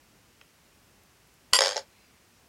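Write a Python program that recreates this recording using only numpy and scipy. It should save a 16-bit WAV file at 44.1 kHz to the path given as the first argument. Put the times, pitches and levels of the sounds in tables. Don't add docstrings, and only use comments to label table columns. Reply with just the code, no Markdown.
import sys
import numpy as np
from scipy import signal
from scipy.fft import rfft, irfft
from scipy.io import wavfile
from scipy.ndimage import uniform_filter1d

SR = 44100
rng = np.random.default_rng(int(sys.argv[2]) if len(sys.argv) > 2 else 0)


def decibels_to_gain(level_db):
    exponent = np.asarray(level_db, float) / 20
    return 10 ** exponent


def log_audio(samples):
    frames = np.atleast_2d(samples).T
    limited = np.clip(frames, -1, 1)
    pcm = np.round(limited * 32767).astype(np.int16)
    wavfile.write(sys.argv[1], SR, pcm)


N = 109456

# pitch in Hz, level in dB per Hz.
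FLOOR_SHAPE = [(20, -21.5), (53, 0.5), (228, -3), (600, -9), (2700, -12), (3700, -16), (5500, -15),
               (16000, -23.5)]
# start in seconds, level in dB.
CREAKS = [(1.035, -44), (1.2735, -45), (1.3414, -43.5), (1.7445, -52), (2.215, -56)]
# pitch in Hz, width in Hz, level in dB, loudest moment in seconds, spread in seconds.
SPIN_HUM = [(2200, 250, -73, 2.03, .1), (2600, 300, -72, 2.0, .09), (4150, 150, -72, 1.98, .06),
            (4850, 150, -73, 2.06, .04), (5600, 900, -72, 2.38, .03)]
# start in seconds, level in dB, pitch in Hz, ring time in seconds, thud in dB.
TICKS = [
    (0.4133, -39, 2580, .015, -23),
    (0.4135, -47.5, 1430, 0.018, -35),
    (.4128, -45.5, 5260, 0.011, -38),
    (1.7600, -7.5, 5500, 0.0013, -12.5),
    (1.7671, -11, 5440, 0.0069, -10),
]
# time in seconds, level in dB.
CHATTER_LEVEL = [
    (1.542, -32.5),
    (1.548, -17.5),
    (1.562, -18),
    (1.57, -25.5),
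    (1.586, -34),
    (1.62, -29.5),
    (1.75, -35),
    (1.795, -33.5),
    (1.825, -64),
]
# start in seconds, level in dB, contact length in ms, thud in dB.
LANDING = [
    (1.5276, -30, .4, 0),
    (1.5330, -2, .1, -22),
    (1.5341, -1, .1, -22),
    (1.5437, -12, .11, -14),
    (1.5465, -11, .1, -14),
    (1.5585, -16, .1, -14),
    (1.5645, -15, .12, -14),
]
# start in seconds, level in dB, contact length in ms, thud in dB.
BOUNCES = [(1.5885, -5.5, .11, -12), (1.6069, -5.5, .11, -10), (1.6185, -8, .11, -7),
           (1.6256, -16, .12, -8), (1.6300, -19, .11, -8), (1.6373, -11.5, .11, -9), (1.6470, -16, .12, -8),
           (1.6520, -21, .12, -8), (1.6589, -12.5, .12, -9), (1.6700, -13.5, .12, -8),
           (1.6800, -16, .12, -8), (1.6900, -17, .12, -8), (1.7000, -21, .13, -7), (1.7095, -21, .13, -7),
           (1.7198, -22, .13, -7), (1.7298, -25, .13, -6), (1.7450, -31, .14, -4), (1.7625, -32, .2, 8),
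           (1.7772, -19, .13, -3), (1.7920, -31, .12, -8)]
# pitch in Hz, level in dB, time to fall 60 dB in seconds.
GLASS_MIDDLE = [(1010, -7, 0.088), (1518, -7, 0.015), (1924, -9.5, 0.033), (3210, 9.5, 0.0067),
                (4090, -14, 0.025), (4804, 10.5, 0.0099), (5810, -2.5, 0.013), (6630, -4.5, .02),
                (7560, 0, 0.043), (8624, -10, 0.095), (10900, -18, .05), (10310, -7.5, .07),
                (12600, -8, .04), (15500, -9.5, .07)]
# pitch in Hz, level in dB, time to fall 60 dB in seconds.
GLASS_EDGE = [(800, -11.5, 0.036), (1020, -5, 0.01), (1572, -6.5, 0.016), (1995, -5.5, 0.0082),
              (2330, -12, 0.022), (3292, 0.5, 0.0057), (4540, -0.5, 0.0082), (4845, -1, 0.014),
              (5330, -1, 0.012), (6570, -5, .015), (7520, -8.5, 0.016), (8780, -15.5, 0.033),
              (10220, -15, 0.011), (12900, -26, 0.0123)]
# pitch in Hz, level in dB, time to fall 60 dB in seconds.
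FRAME = [(420, -9.5, 0.018), (549, -0.5, .045), (700, -19, .025), (595, -19, .035), (860, -7, .03)]
REBOUNDS_S = (.0007, .0015, .0025)
REBOUNDS_DB = (-8, -6, -9)

FLOOR_DB, FLOOR_WANDER_DB = -61, 1
JOLT_S, JOLT_DB = 1.5275, -39
ROOM_DB, ROOM_T60_S, ROOM_DULL_HZ, ROOM_GAP_S = -13.5, .12, 7800, .009
CHATTER_DB, CHATTER_PER_S, CHATTER_SPREAD_DB, CHATTER_THUD_DB = -23, 4600, 3, -11.5
CHATTER_MS, TICK_MS = .046, .094
LEAVES_MIDDLE_S, SCRAPE_DB = 1.587, 10
SPOT_DB, SPOT_DETUNE = 2, .015
CRACK_DB, CRACK_T60_S, CRACK_HZ = -12, .018, (1200, 9000)
THUD_DB = -2
LOW_CUT_HZ, DULL_HZ = 338, 12000
TOP_HZ = 15850


def ring(force, hz, t60):
    decay = np.log(1000) / (max(t60, 1e-3) * SR)
    pole = np.exp(2j * np.pi * min(hz, SR / 2.2) / SR - decay)
    return signal.lfilter([1], [1, -pole], force).imag


def modes(force, table):
    return sum((-1) ** k * decibels_to_gain(db) * ring(force, hz, t60) for k, (hz, db, t60) in enumerate(table))


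def push(ms):
    progress = (np.arange(64) + .5) / max(ms * SR / 1000, 1)
    bump = np.sin(np.pi * np.clip(progress, 0, 1)) ** 2
    return np.pad(bump / bump.sum(), (0, 8000))


def add(out, s, sound):
    at = int(s * SR)
    out[at:at + len(sound)] += sound[:N - at]


def gritty(x):
    return gritty_filter(2, x)


def gritty_filter(order, x):
    return signal.lfilter(*signal.butter(order, CRACK_HZ, "band", fs=SR), x)


def fan_and_hiss():
    hz = np.fft.rfftfreq(N, 1 / SR) + 1
    shape_hz, shape_db = np.array(FLOOR_SHAPE).T
    shape = decibels_to_gain(np.interp(np.log(hz), np.log(shape_hz), shape_db))
    noise = rfft(rng.standard_normal(N)) * shape
    low = 1 / (1 + (hz / 500) ** 2)
    wander = uniform_filter1d(rng.standard_normal(N), size=4000)
    wander = uniform_filter1d(wander, size=4000)
    rumble = irfft(noise * low, N) * decibels_to_gain(FLOOR_WANDER_DB * wander / wander.std())
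    hiss = irfft(noise * (1 - low), N)
    out = rumble + hiss
    return decibels_to_gain(FLOOR_DB) * out / out.std()


def flick_jolt():
    out, force = np.zeros(N), push(.5)
    jolt = ring(force, 135, .05) + .7 * ring(force, 80, .08) + .5 * ring(force, 40, .15)
    add(out, JOLT_S, decibels_to_gain(JOLT_DB) * jolt)
    return out


def creaks():
    out = np.zeros(N)
    for s, db in CREAKS:
        add(out, s, decibels_to_gain(db) * ring(push(.03), 12000, .00086))
    return out


def band(hz, width):
    y = ring(rng.standard_normal(N), hz, np.log(1000) / (np.pi * width))
    return y / y.std()


def spin_hum(t):
    out = np.zeros(N)
    for hz, width, db, loudest, spread in SPIN_HUM:
        swell = np.exp(-.5 * ((t - loudest) / spread) ** 2)
        out += decibels_to_gain(db) * band(hz, width) * swell
    return out


def room(x):
    t = np.arange(SR // 2) / SR
    tail = rng.standard_normal(len(t)) * decibels_to_gain(-60 * t / ROOM_T60_S) * (1 - np.exp(-t / ROOM_GAP_S))
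    tail = signal.lfilter(*signal.butter(1, ROOM_DULL_HZ, fs=SR), tail)
    response = decibels_to_gain(ROOM_DB) * tail / np.sqrt(np.sum(tail ** 2))
    response[0] += 1
    return signal.fftconvolve(x, response)[:N]


def ticks():
    out, force = np.zeros(N), push(TICK_MS)
    for s, db, hz, t60, thud_db in TICKS:
        tones = [(.34 * hz, -10, t60), (.75 * hz, -4, t60), (hz, 0, t60), (1.235 * hz, -4, t60)]
        thud = decibels_to_gain(thud_db) * modes(force, FRAME)
        add(out, s, decibels_to_gain(db - 3.5) * (modes(force, tones) + thud))
    return out


def chatter(t):
    chance, size = rng.random((2, N))
    knocks = (chance < CHATTER_PER_S / SR) * decibels_to_gain(-CHATTER_SPREAD_DB * np.log(size + 1e-9))
    times, levels = np.array(CHATTER_LEVEL).T
    level = decibels_to_gain(CHATTER_DB + np.interp(t, times, levels, -120, -120))
    knocks = knocks * rng.choice([-1, 1], N) * level
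    knocks = np.convolve(knocks, push(CHATTER_MS)[:64])[:N]
    early = t < LEAVES_MIDDLE_S
    glass = modes(knocks * early, GLASS_MIDDLE) + modes(knocks * ~early, GLASS_EDGE)
    scrape = decibels_to_gain(SCRAPE_DB) * gritty_filter(1, knocks)
    return scrape + glass + decibels_to_gain(CHATTER_THUD_DB) * modes(knocks, FRAME)


def contacts(rows, glass):
    out, spots = np.zeros(N), rng.standard_normal((len(rows), 3, 14))
    grit = gritty(rng.standard_normal(N))
    for (s, db, ms, thud_db), (weigh, tune, late) in zip(rows, spots):
        knock = push(ms)
        force = knock.copy()
        for lag, rebound_db, u in zip(REBOUNDS_S, REBOUNDS_DB, late):
            force += decibels_to_gain(rebound_db) * np.roll(knock, int(lag * SR * (1 + .1 * u)))
        here = [(hz * (1 + SPOT_DETUNE * d), g + SPOT_DB * w, t60)
                for (hz, g, t60), w, d in zip(glass, weigh, tune)]
        bright = modes(force, here)
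        age = np.arange(len(force)) / SR
        crack = grit[int(s * SR):][:len(force)] * decibels_to_gain(CRACK_DB - 60 * age / CRACK_T60_S)
        bright = bright / np.abs(bright).max() + crack
        thud = decibels_to_gain(thud_db + THUD_DB) * modes(knock, FRAME)
        add(out, s, decibels_to_gain(db) * (bright / np.abs(bright).max() + thud))
    return out


def scene():
    t = np.arange(N) / SR
    quiet = fan_and_hiss() + flick_jolt() + creaks() + spin_hum(t)
    top = ticks() + chatter(t) + contacts(LANDING, GLASS_MIDDLE) + contacts(BOUNCES, GLASS_EDGE)
    top = room(top)
    top = signal.sosfilt(signal.butter(4, LOW_CUT_HZ, "high", fs=SR, output="sos"), top)
    top = signal.sosfilt(signal.butter(3, DULL_HZ, fs=SR, output="sos"), top)
    return (quiet + top)[None]


def low_pass(x):
    return signal.sosfilt(signal.butter(12, 16500, fs=SR, output="sos"), x)


def record(dry):
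    soft = 1.1 * np.tanh(dry / 1.1)
    mix = signal.sosfilt(signal.ellip(8, .2, 70, TOP_HZ, fs=SR, output="sos"), soft)
    return low_pass(mix)


dry = scene()
out = record(dry)
log_audio(out)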